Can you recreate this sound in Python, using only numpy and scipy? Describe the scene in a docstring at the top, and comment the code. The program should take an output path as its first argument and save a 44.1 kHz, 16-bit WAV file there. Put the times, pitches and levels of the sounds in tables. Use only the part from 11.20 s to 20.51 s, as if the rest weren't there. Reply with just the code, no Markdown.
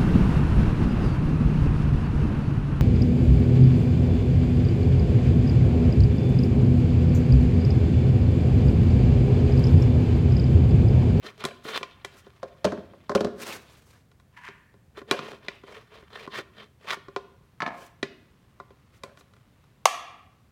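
"""An office table in a hard-walled room: a serrated knife rasps in short strokes through a hollow plastic sharpener.
The case is knocked down, the blade catches and scrapes again, the knife is dropped, and the shells snap apart.
Random grains drive resonances for friction; impacts are a crack, a rattle and decaying modes;
the echo is decaying noise, the ventilation shaped noise."""
import sys
import numpy as np
from scipy import signal
from scipy.fft import rfft, irfft, next_fast_len
from scipy.io import wavfile
from scipy.ndimage import uniform_filter1d, minimum_filter1d

SR = 44100
rng = np.random.default_rng(int(sys.argv[2]) if len(sys.argv) > 2 else 0)


def log_audio(samples):
    """Write samples as a 16-bit WAV file to the path given in sys.argv[1]."""
    # one column per channel
    frames = np.atleast_2d(samples).T
    # limit to full scale, then quantise
    limited = np.clip(frames, -1, 1)
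    pcm = np.round(limited * 32767).astype(np.int16)
    wavfile.write(sys.argv[1], SR, pcm)


N = 410571
TIME = np.arange(N) / SR

# ventilation spectrum: freq_hz, density_db_per_hz
AIR_SPECTRUM = [(25, -13.5), (65, 2), (130, 1.5), (330, -13.5), (750, -21), (2500, -30), (5000, -35),
                (16000, -40)]
AIR_DB = -58.5
# reverberation: freq_hz, t60_s
ROOM_T60 = [(100, 1), (500, 0.62), (2500, 0.59), (7000, 0.37)]

# faint creaks as the blade enters the slot, before CREAK_GAIN_DB: peak_s, length_s, level_db
CREAKS = [(3.22, 0.2, -58), (3.181, 0.032, -54.5), (3.246, 0.03, -51.5), (3.278, 0.037, -48)]
# creak resonances: freq_hz, width_hz, level_db
CREAK_MODES = [(990, 100, -2), (1750, 270, -0.5), (2540, 1200, -12), (3180, 73, -11)]
# thin squeal ending the creak, before CREAK_GAIN_DB: peak_s, length_s, level_db
SQUEALS = [(3.33, 0.59, -70.5)]
SQUEAL_HZ, SQUEAL_WIDTH_HZ = 1793, 130
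CREAK_GAIN_DB = 5.0   # direct sound only

# hands, cloth or blade slide over the case, or the case over the table: peak_s, length_s, level_db
SLIDES = [(.53, 0.2, -46), (.965, 0.11, -53), (2.285, 0.23, -36.5), (2.52, 0.27, -58.5), (2.73, 0.21, -60),
          (6.61, 0.21, -55), (7.76, 0.076, -62), (7.99, 0.074, -59.5)]
# sliding spectrum: freq_hz, density_db_per_hz
SWISH_SPECTRUM = [(200, -16), (450, -10), (750, -15), (1150, -11), (6000, -22), (16000, -32)]
# fingers shift their grip on the lifted case: peak_s, length_s, level_db
FUMBLING = [(7.6, 5.3, -71)]
# the hollow case hums as its seam gives: peak_s, length_s, level_db
STRAINS = [(7.88, 0.14, -53)]
# hum resonances: freq_hz, width_hz, level_db
STRAIN_MODES = [(562, 39.4, 0.5), (1447, 300, -14)]
SPEED_WIDTH, SPEED_FLATNESS = 0.38, 3.2   # half width as share of length; exponent, above 2 = flat-topped

# hard landing, or blade home against its stop, shudders the case: start_s, level_db
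SHUDDERS = [(.255, -33), (.277, -50), (1.47, -32.5), (1.97, -31), (3.915, -19.5)]
# case drags on the table with a low groan: peak_s, length_s, level_db
DRAGS = [(6.6, 0.11, -45)]
SHUDDER_RISE_S, SHUDDER_DECAY_S, JUDDER_LOWEST_HZ = 0.0008, 0.022, 198

# case lands and rocks to rest; thump is relative to the middle: start_s, level_db, thump_db, favoured_hz
KNOCKS = [(1.229, -32, -14, 640), (1.4441, -20.5, -4.5, 1440), (1.4497, -19.5, -6.5, 564),
          (1.468, -35.5, 4, 1100), (1.52, -31.5, 1.5, 900), (1.575, -45, 6.5, 1100),
          (1.734, -50.5, -9, 1089), (1.894, -27, -4.5, 1110), (1.915, -32, -7, 890),
          (1.9495, -19.5, 1, 414), (1.955, -21.5, -12, 614), (2.006, -23.5, 1, 437), (2.045, -25.5, 1, 577),
          (2.068, -35.5, 4.5, 706), (2.084, -44, 2, 590)]
# table-top resonances: freq_hz, level_db
TABLE_MODES = [(88, -12.5), (192.5, 0), (229, 0), (290, -5.5), (345, 1.5), (385, 2), (415, 6), (540, 7.5),
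               (588, 6.5), (690, 4.5), (1075, 5), (1165, -5.5), (1434, -7), (1640, -3), (2404, -6),
               (3100, -9)]
KNOCK_PRESENCE_DB, KNOCK_TREBLE_DB = -13.5, -29   # hardest knock, against its middle
KNOCK_PRESENCE_DULLING, KNOCK_DULLING = 0.35, 0.8   # upper middle, treble: dB lost per dB softer

# knife drops flat, clanks, bounces, is let go: start_s, level_db, presence_db, favoured_hz
KNIFE_DROPS = [(6.404, -38, 6, 1190), (6.4201, -36, 6, 2190), (6.427, -29, -14, 1280),
               (6.463, -35, 3, 1720), (6.476, -33.5, -4, 900)]
# knife resonances: freq_hz, width_hz, level_db
KNIFE_MODES = [(197, 70, -2.5), (689, 78, 7.5), (920, 100, 4.5), (1065, 27, 0), (1270, 83, 3),
               (1715, 74, 0), (2180, 190, -1)]
KNIFE_THUMP_DB, KNIFE_TREBLE_DB = -6, -30.5   # bass against the middle, treble against the upper middle
TREMBLE_DB, TREMBLE_RISE_S, TREMBLE_DECAY_S = -9, 0.0019, 0.048   # level against each bounce

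# blade and fingers click on the case: start_s, level_db, thump_db, presence_db, treble_db, favoured_hz
CLICKS = [(.239, -34.5, -1, -2.5, -15, 1310), (.251, -31.5, 0, -0.5, -7, 3800),
          (.6295, -35.5, -24, 0.5, -25, 1110), (.847, -38.5, -12, 1.5, -10, 1860),
          (3.286, -48.5, 1, 0.5, -30, 1910), (3.911, -23, -2, 0.5, -12.5, 3800),
          (3.99, -33.5, -2.5, -5.5, -41, 1260), (4.283, -37, -5, 5, -39, 2010),
          (5.075, -40, -0.5, -14, -33.5, 1070), (5.705, -39, -10.5, 9, -16, 1570),
          (5.962, -28, -11.5, -9, -36.5, 394), (6.8285, -30, 1.5, 1, -26.5, 1860),
          (7.4, -41, -10, -15.5, -44, 1146), (7.835, -38.5, -6.5, -4.5, -14, 530)]
# dull bumps as the hand's push changes: start_s, level_db
BUMPS = [(0.046, -46.5), (0.451, -43), (0.61, -43.5), (1.066, -50), (3.54, -60), (3.773, -45), (3.816, -46),
         (4.03, -46), (4.133, -46), (4.436, -48), (4.825, -55), (5.187, -39), (5.768, -48.5), (5.883, -45),
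         (7.505, -53.5)]
BUMP_THUMP_DB, BUMP_PRESENCE_DB, BUMP_TREBLE_DB, BUMP_HZ = 1.5, -12.5, -56, 500
# nails and the parting seam tick on the plastic: start_s, level_db
TICKS = [(2.915, -64), (2.998, -63.5), (7.973, -55.5), (8.009, -58), (8.136, -61.5), (8.165, -64),
         (8.44, -68)]
TICK_THUMP_DB, TICK_PRESENCE_DB, TICK_TREBLE_DB, TICK_HZ = -16, -2, -15.5, 1400
# case resonances: freq_hz, level_db
CASE_MODES = [(147, -6), (229, -4.5), (315, -6), (392, 5.5), (545, -1.5), (697, -3), (1044, 1.5),
              (1165, -2), (1435, 3), (1760, -0.5), (1975, 5.5), (2390, 6.5), (3120, -1.5), (3385, 3),
              (3855, 4), (4118, -2)]

# catch lets go, shell springs out: start_s, level_db, thump_db, presence_db, treble_db, favoured_hz
SNAPS = [(8.6553, -4, -23.5, -5.5, -12, 1065)]
# shell resonances: freq_hz, level_db
SHELL_MODES = [(665, -1), (770, 2.5), (870, -5), (1025, -4), (1145, 3.5), (1260, -3), (2150, 14), (2700, 8),
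               (3940, -3.5), (6250, 13)]
SHELL_WIDTH_HZ = 45   # least width: the hands damp the shell

# pulls and pushes of the blade, before SCRAPE_GAIN_DB: peak_s, length_s, level_db
STROKES = [(0.07, 0.11, -47.5), (0.244, 0.13, -45.5), (0.491, 0.098, -38.5), (0.561, 0.064, -30.5),
           (3.79, 0.079, -51), (3.898, 0.046, -50.5), (4.041, 0.29, -46), (4.297, 0.2, -56.5),
           (4.542, 0.21, -51.5), (4.76, 0.12, -54.5), (4.994, 0.17, -46.5), (5.168, 0.11, -36.5),
           (5.409, 0.14, -53), (5.681, 0.19, -56), (5.717, 0.094, -32.5)]
# blade rubs lightly in the slot, before SCRAPE_GAIN_DB: middle_s, length_s, level_db
RESTING = [(.25, 4.9, -64), (4.8, 1.29, -67)]
# blade resonances: freq_hz, level_db
BLADE_MODES = [(1435, 2.5), (1823, 7.5), (2427, -1.5), (3120, 5), (3195, 1), (3520, 4), (4119, -1.5),
               (4894, -11.5)]
# case drone resonances: freq_hz, width_hz, level_db
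DRONE_MODES = [(211.4, 4.7, 2.5), (425.6, 33, 5), (644, 160, -5.5)]
# abrasive rasp spectrum: freq_hz, density_db_per_hz
RASP_SPECTRUM = [(400, -6), (800, -9), (1100, 1), (1500, -5), (2100, -5), (3900, -11), (5600, -19),
                 (7200, -25.5), (16000, -37)]
SCRAPE_GAIN_DB = 1.87
DRONE_DB = -0.5   # against the rasp, while the teeth grip
SKIM_ABOVE_DB, SKIM_LOSS = -37.5, 9.5   # faster strokes skim: stroke level, dB of drone lost per dB above
CATCHES_PER_S, CATCH_DB = 130, -9   # single teeth catch and let go; level against the steady rasp
CATCH_KNOCK_DB = -3.5   # catching teeth also knock the case; against the slips that drive its drone

# wandering colour, band centres: freq_hz
COLOUR_CENTRES_HZ = [500, 950, 1600, 2450, 3700, 6000]
COLOUR_WANDER_DB, COLOUR_TURNS_PER_S = 2.5, 45
# crossovers between bass, middle, upper middle and treble: freq_hz
BAND_EDGES_HZ = [450, 1400, 4500]
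FAVOUR_DB, FAVOUR_OCTAVES = 7.5, 0.36   # the spot struck favours resonances near one pitch
TABLE_LOSS, CASE_LOSS, SHELL_LOSS, BLADE_LOSS = 0.066, 0.02, 0.051, 0.011   # added width per Hz of pitch
BLUR_ABOVE_HZ = 1600
CUTOFF_HZ, RELEASE_DB_PER_S = 16100, 30


def from_db(db):
    """Decibels to gain."""
    return 10 ** (np.asarray(db) / 20)


def rms_one(x):
    """Scale to unit power."""
    return x / np.sqrt(np.mean(x ** 2) + 1e-20)


def at_hz(points, hz):
    """Read a table on a log-frequency axis."""
    freqs, values = np.transpose(points)
    return np.interp(np.log(np.maximum(hz, 1)), np.log(freqs), values)


def butter(x, order, hz, kind):
    """Causal Butterworth filter."""
    return signal.sosfilt(signal.butter(order, hz, kind, fs=SR, output="sos"), x)


def coloured(x, spectrum):
    """Give a steady signal a spectrum that falls away below its first point; rms 1."""
    hz = np.arange(N // 2 + 1) * SR / N
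    gain = from_db(at_hz(spectrum, hz)) * np.minimum(hz / spectrum[0][0], 1) ** 2
    return rms_one(irfft(rfft(x) * gain, N))


def drift(rate):
    """Random wander of rms 1 with about `rate` turns a second."""
    return rms_one(np.interp(TIME * rate, np.arange(N // 20), rng.standard_normal(N // 20)))


def split(x, edges):
    """Causal bands, lowest first; each crossover passes the rest on."""
    bands, rest = [], x + 1e-18
    for hz in edges:
        bands.append(butter(rest, 3, hz, "low"))
        rest = butter(rest, 3, hz, "high")
    return bands + [rest]


def damped(modes, loss, least_hz):
    """Give resonances their widths: higher ones die sooner."""
    return [(hz, least_hz + loss * hz, db) for hz, db in modes]


def resonate(x, modes):
    """Drive parallel two-pole resonances with a steady force; rms 1."""
    out = 0
    for k, (hz, width_hz, db) in enumerate(modes):
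        r = np.exp(-np.pi * width_hz / SR)
        poles = [1, -2 * r * np.cos(2 * np.pi * hz / SR), r * r]
        out = out + (-1) ** k * from_db(db) * (1 - r * r) * signal.lfilter([1, 0, -1], poles, x)
    return rms_one(out)


def grains(per_s, spread_db):
    """Random tiny fractures of very uneven size."""
    sizes = from_db(spread_db * np.minimum(rng.exponential(1, N), 4)) * rng.choice([-1, 1], N)
    return sizes * (rng.random(N) < per_s / SR)


def friction(per_s, uneven_db):
    """Light sliding contact: fine grains under a slightly unsteady hand."""
    return grains(per_s, spread_db=2.0) * from_db(uneven_db * drift(90))


def movements(rows):
    """Gain of hand movements: speed rises and falls in a flat-topped bell."""
    gain = np.zeros(N)
    for s, length_s, db in rows:
        near = slice(max(int((s - length_s) * SR), 0), int((s + length_s) * SR))
        offset = np.abs((TIME[near] - s) / (SPEED_WIDTH * length_s))
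        gain[near] += from_db(db) * np.exp(-offset ** SPEED_FLATNESS)
    return gain


def aftershakes(rows, rise_s, decay_s):
    """Gain of a shaking that each jolt starts and that then dies away."""
    gain = np.zeros(N)
    for s, db, *_ in rows:
        age = np.maximum(TIME - s, 0)
        gain += from_db(db) * (1 - np.exp(-age / rise_s)) * np.exp(-np.minimum(age / decay_s, 20))
    return gain


def wandering(x):
    """The contact point travels: overlapping bands swell and fade independently; rms 1."""
    size = next_fast_len(N)
    hz, spectrum = np.arange(size // 2 + 1) * SR / size, rfft(x, size)
    out = np.zeros(N)
    for share in np.eye(len(COLOUR_CENTRES_HZ)):
        weight = at_hz(list(zip(COLOUR_CENTRES_HZ, share)), hz)
        band = irfft(spectrum * weight, size)[:N]
        out += band * from_db(COLOUR_WANDER_DB * drift(COLOUR_TURNS_PER_S))
    return rms_one(out)


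def crack(t, decay_s):
    """A contact holds all frequencies evenly; bending waves smear it over a few milliseconds."""
    fade = np.exp(-t / decay_s) * (1 - np.exp(-2 * t / decay_s))
    wave = rng.standard_normal(len(t)) * fade
    for _ in range(4):   # alternately flatten the spectrum and shorten the wave
        flat = irfft(np.exp(1j * np.angle(rfft(wave))), len(t))
        wave = flat * np.exp(-(t / decay_s / 4) ** 2)
    return wave * np.linalg.norm(fade) / np.linalg.norm(wave)


def blows(events, modes, crack_s, crack_db, rattle_s, rattle_db, swell_s, lowest_hz, contact_hz):
    """Each blow: a contact crack, a rattle of dense modes and the body's ring, levelled by band."""
    t, out = np.arange(SR // 4) / SR, np.zeros(N + SR)
    hz, width_hz, db = np.transpose(modes)[:, :, None]
    for s, level_db, thump_db, presence_db, treble_db, favoured_hz in events:
        spot_db = FAVOUR_DB * np.exp(-(np.log2(hz / favoured_hz) / FAVOUR_OCTAVES) ** 2)
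        strength = from_db(db + spot_db + rng.normal(0, 1.5, db.shape)) * rng.choice([-1, 1], db.shape)
        pitch_hz = hz * rng.uniform(.99, 1.01, hz.shape)   # grip and resting place shift the modes
        ring = (strength * np.sin(2 * np.pi * pitch_hz * t) * np.exp(-np.pi * width_hz * t)).sum(axis=0)
        rattle = from_db(rattle_db) * np.exp(-t / rattle_s) * rng.standard_normal(len(t))
        body = (ring + rattle) * (1 - np.exp(-t / swell_s))   # takes a moment to get moving
        blow = body + from_db(crack_db) * crack(t, crack_s)
        bands = split(butter(blow, 2, [lowest_hz, contact_hz], "band"), BAND_EDGES_HZ)
        start = round(s * SR)
        for band_db, band in zip([thump_db, 0, presence_db, treble_db], bands):
            # levels are rms over the first 25 ms
            out[start:start + len(t)] += from_db(level_db + band_db) * band / np.std(band[:SR // 40])
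    return out[:N]


def ventilation():
    """Steady air noise, strongest in the bass."""
    return from_db(AIR_DB) * coloured(rng.standard_normal(N), AIR_SPECTRUM)


def room(x, build_s, gap_s):
    """Diffuse echoes build up after a short gap and die soonest in the treble."""
    hz, t, echoes = signal.stft(rng.standard_normal(SR), SR)
    fading = echoes * from_db(-60 * t / at_hz(ROOM_T60, hz)[:, None])
    tail = signal.istft(fading, SR)[1][:SR]
    tail *= 1 - np.exp(-np.maximum(TIME[:SR] - gap_s, 0) / build_s)
    return signal.fftconvolve(x, tail / np.linalg.norm(tail))[:N]


def all_directions(x):
    """A click leaves with different peaks in each direction; at the walls its treble evens out."""
    body, treble = split(x, [BLUR_ABOVE_HZ])
    frames = signal.stft(treble, SR, nperseg=256)[2]
    power = np.abs(uniform_filter1d(np.abs(frames) ** 2, size=11, axis=0))   # smoothed over frequency
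    phases = np.exp(2j * np.pi * rng.random(power.shape))
    spread = signal.istft(np.sqrt(power) * phases, SR)[1][:N]
    return body + rms_one(split(spread, [BLUR_ABOVE_HZ])[1]) * np.std(treble)


def creaking():
    """Uneven little slips ring a few resonances and trail off in a squeal."""
    slips = friction(per_s=1000, uneven_db=2.5)
    squeal = movements(SQUEALS) * resonate(slips, [(SQUEAL_HZ, SQUEAL_WIDTH_HZ, 0)])
    return movements(CREAKS) * resonate(slips, CREAK_MODES) + squeal


def sliding():
    """Dense fine grains give a soft swish that rises and falls with the speed of the slide."""
    swish = coloured(friction(per_s=7000, uneven_db=2.0), SWISH_SPECTRUM)
    return movements(SLIDES) * wandering(swish)


def fumbling():
    """Fingers rustle faintly on the plastic, and the strained case hums."""
    hum = movements(STRAINS) * resonate(friction(per_s=970, uneven_db=1), STRAIN_MODES)
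    rustle = coloured(grains(per_s=1600, spread_db=2.5), RASP_SPECTRUM)
    return hum + movements(FUMBLING) * rustle


def shuddering():
    """Jolted or dragged, the case judders on the table top."""
    contacts = friction(per_s=2700, uneven_db=6.5)
    judder = resonate(contacts, damped(TABLE_MODES, TABLE_LOSS, least_hz=2))
    judder += from_db(-18.5) * coloured(contacts, RASP_SPECTRUM)
    shaking = aftershakes(SHUDDERS, SHUDDER_RISE_S, SHUDDER_DECAY_S) + movements(DRAGS)
    return shaking * butter(judder, 2, JUDDER_LOWEST_HZ, "high")


def table_knocks():
    """The case strikes the table top; the harder the knock, the brighter."""
    hardest_db = max(row[1] for row in KNOCKS)
    hits = []
    for s, db, thump_db, hz in KNOCKS:
        softer_db = hardest_db - db
        presence_db = KNOCK_PRESENCE_DB - KNOCK_PRESENCE_DULLING * softer_db
        treble_db = KNOCK_TREBLE_DB - KNOCK_DULLING * softer_db
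        hits.append((s, db, thump_db, presence_db, treble_db, hz))
    return blows(hits, damped(TABLE_MODES, TABLE_LOSS, least_hz=1.6), crack_s=0.0029, crack_db=22.5,
                 rattle_s=0.0073, rattle_db=14, swell_s=0.0046, lowest_hz=86, contact_hz=8800)


def dropped_knife(soft_hz):
    """The knife bounces on the table, and its springy blade chatters softly after each bounce."""
    hits = [(s, db, KNIFE_THUMP_DB, presence_db, presence_db + KNIFE_TREBLE_DB, hz)
            for s, db, presence_db, hz in KNIFE_DROPS]
    bounces = blows(hits, KNIFE_MODES, crack_s=0.00071, crack_db=-10, rattle_s=0.0064, rattle_db=-0.5,
                    swell_s=0.00008, lowest_hz=190, contact_hz=5450)
    chatter = butter(friction(per_s=300, uneven_db=2), 1, soft_hz, "low")
    trembling = from_db(TREMBLE_DB) * aftershakes(KNIFE_DROPS, TREMBLE_RISE_S, TREMBLE_DECAY_S)
    return bounces + trembling * resonate(chatter, KNIFE_MODES)


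def case_taps():
    """Sharp clicks, light ticks and dull bumps ring the same hollow case."""
    hits = list(CLICKS)
    hits += [(s, db, BUMP_THUMP_DB, BUMP_PRESENCE_DB, BUMP_TREBLE_DB, BUMP_HZ) for s, db in BUMPS]
    hits += [(s, db, TICK_THUMP_DB, TICK_PRESENCE_DB, TICK_TREBLE_DB, TICK_HZ) for s, db in TICKS]
    return blows(hits, damped(CASE_MODES, CASE_LOSS, least_hz=25.6), crack_s=0.002, crack_db=19.5,
                 rattle_s=0.011, rattle_db=3.5, swell_s=0.00027, lowest_hz=129.6, contact_hz=7740)


def snapping():
    """The released shell cracks and rings, heavily damped, in one direction."""
    return blows(SNAPS, damped(SHELL_MODES, SHELL_LOSS, least_hz=SHELL_WIDTH_HZ), crack_s=0.0017,
                 crack_db=15.0, rattle_s=0.0094, rattle_db=0, swell_s=0.0007, lowest_hz=417, contact_hz=6380)


def snap_at_walls():
    """The snap leaves in several directions, each with its own mix of resonances."""
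    return all_directions(sum(snapping() for _ in range(3)))


def rasp(teeth_per_s, chatter_db, blade_db, jerk_db):
    """Teeth jerk over the abrasive; grit rings the blade, coarser slips make the hollow case drone."""
    tooth_phase = np.cumsum(teeth_per_s * from_db(2.9 * drift(25))) / SR
    bite_db = chatter_db * np.cos(2 * np.pi * tooth_phase) + jerk_db * drift(160) + 0.4 * drift(45)
    bite = from_db(bite_db)
    grit = coloured(grains(per_s=7000, spread_db=3.2) * bite, RASP_SPECTRUM)
    catches = grains(per_s=CATCHES_PER_S, spread_db=7.5)
    blade_force = grains(per_s=2100, spread_db=7.0) * bite
    blade = resonate(blade_force, damped(BLADE_MODES, BLADE_LOSS, least_hz=10))
    caught = from_db(CATCH_DB) * coloured(catches, RASP_SPECTRUM)
    steel = wandering(grit + from_db(blade_db) * blade + caught)
    slips = rms_one(grains(per_s=500, spread_db=2.5) * bite)
    drone = resonate(slips + from_db(CATCH_KNOCK_DB) * rms_one(catches), DRONE_MODES)
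    grip = [(s, length_s, db + DRONE_DB - SKIM_LOSS * max(db - SKIM_ABOVE_DB, 0))
            for s, length_s, db in STROKES]
    return steel * (movements(STROKES) + movements(RESTING)) + drone * movements(grip)


def scene():
    """All the handling, its echo and the ventilation; the creak is heard with much echo."""
    air = ventilation()
    creak = creaking()
    handling = sliding() + fumbling() + shuddering() + table_knocks() + dropped_knife(soft_hz=1780)
    taps = case_taps()
    snap = snapping()
    scrape = from_db(SCRAPE_GAIN_DB) * rasp(teeth_per_s=140, chatter_db=-1.0, blade_db=-6.0, jerk_db=2.5)
    to_walls = from_db(-2.5) * creak + from_db(-13.5) * handling
    to_walls += from_db(-16.5) * all_directions(taps)
    to_walls += from_db(-17.0) * snap_at_walls()
    to_walls += from_db(-20.5) * scrape
    echo = room(to_walls, build_s=0.00094, gap_s=0.0073)
    return (air + echo + from_db(CREAK_GAIN_DB) * creak + handling + taps + snap + scrape)[None]


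def limiter(x, ceiling_db, release_db_per_s):
    """Peaks over the ceiling pull the gain down within about 1 ms; it creeps back afterwards."""
    over_db = np.maximum(20 * np.log10(np.abs(x).max(axis=0) + 1e-9) - ceiling_db, 0)
    recovery_db = release_db_per_s * TIME
    held_db = np.maximum.accumulate(over_db + recovery_db) - recovery_db
    return x * from_db(uniform_filter1d(minimum_filter1d(-held_db, size=45), size=45))


def record(dry):
    """A small microphone loses the deep bass; a limiter catches the snap; the top is cut."""
    thin = butter(dry, 1, 45, "high")
    limited = limiter(thin, ceiling_db=-1.0, release_db_per_s=RELEASE_DB_PER_S)
    return signal.sosfilt(signal.ellip(10, .1, 80, CUTOFF_HZ, fs=SR, output="sos"), limited)


dry = scene()
out = record(dry)
log_audio(out)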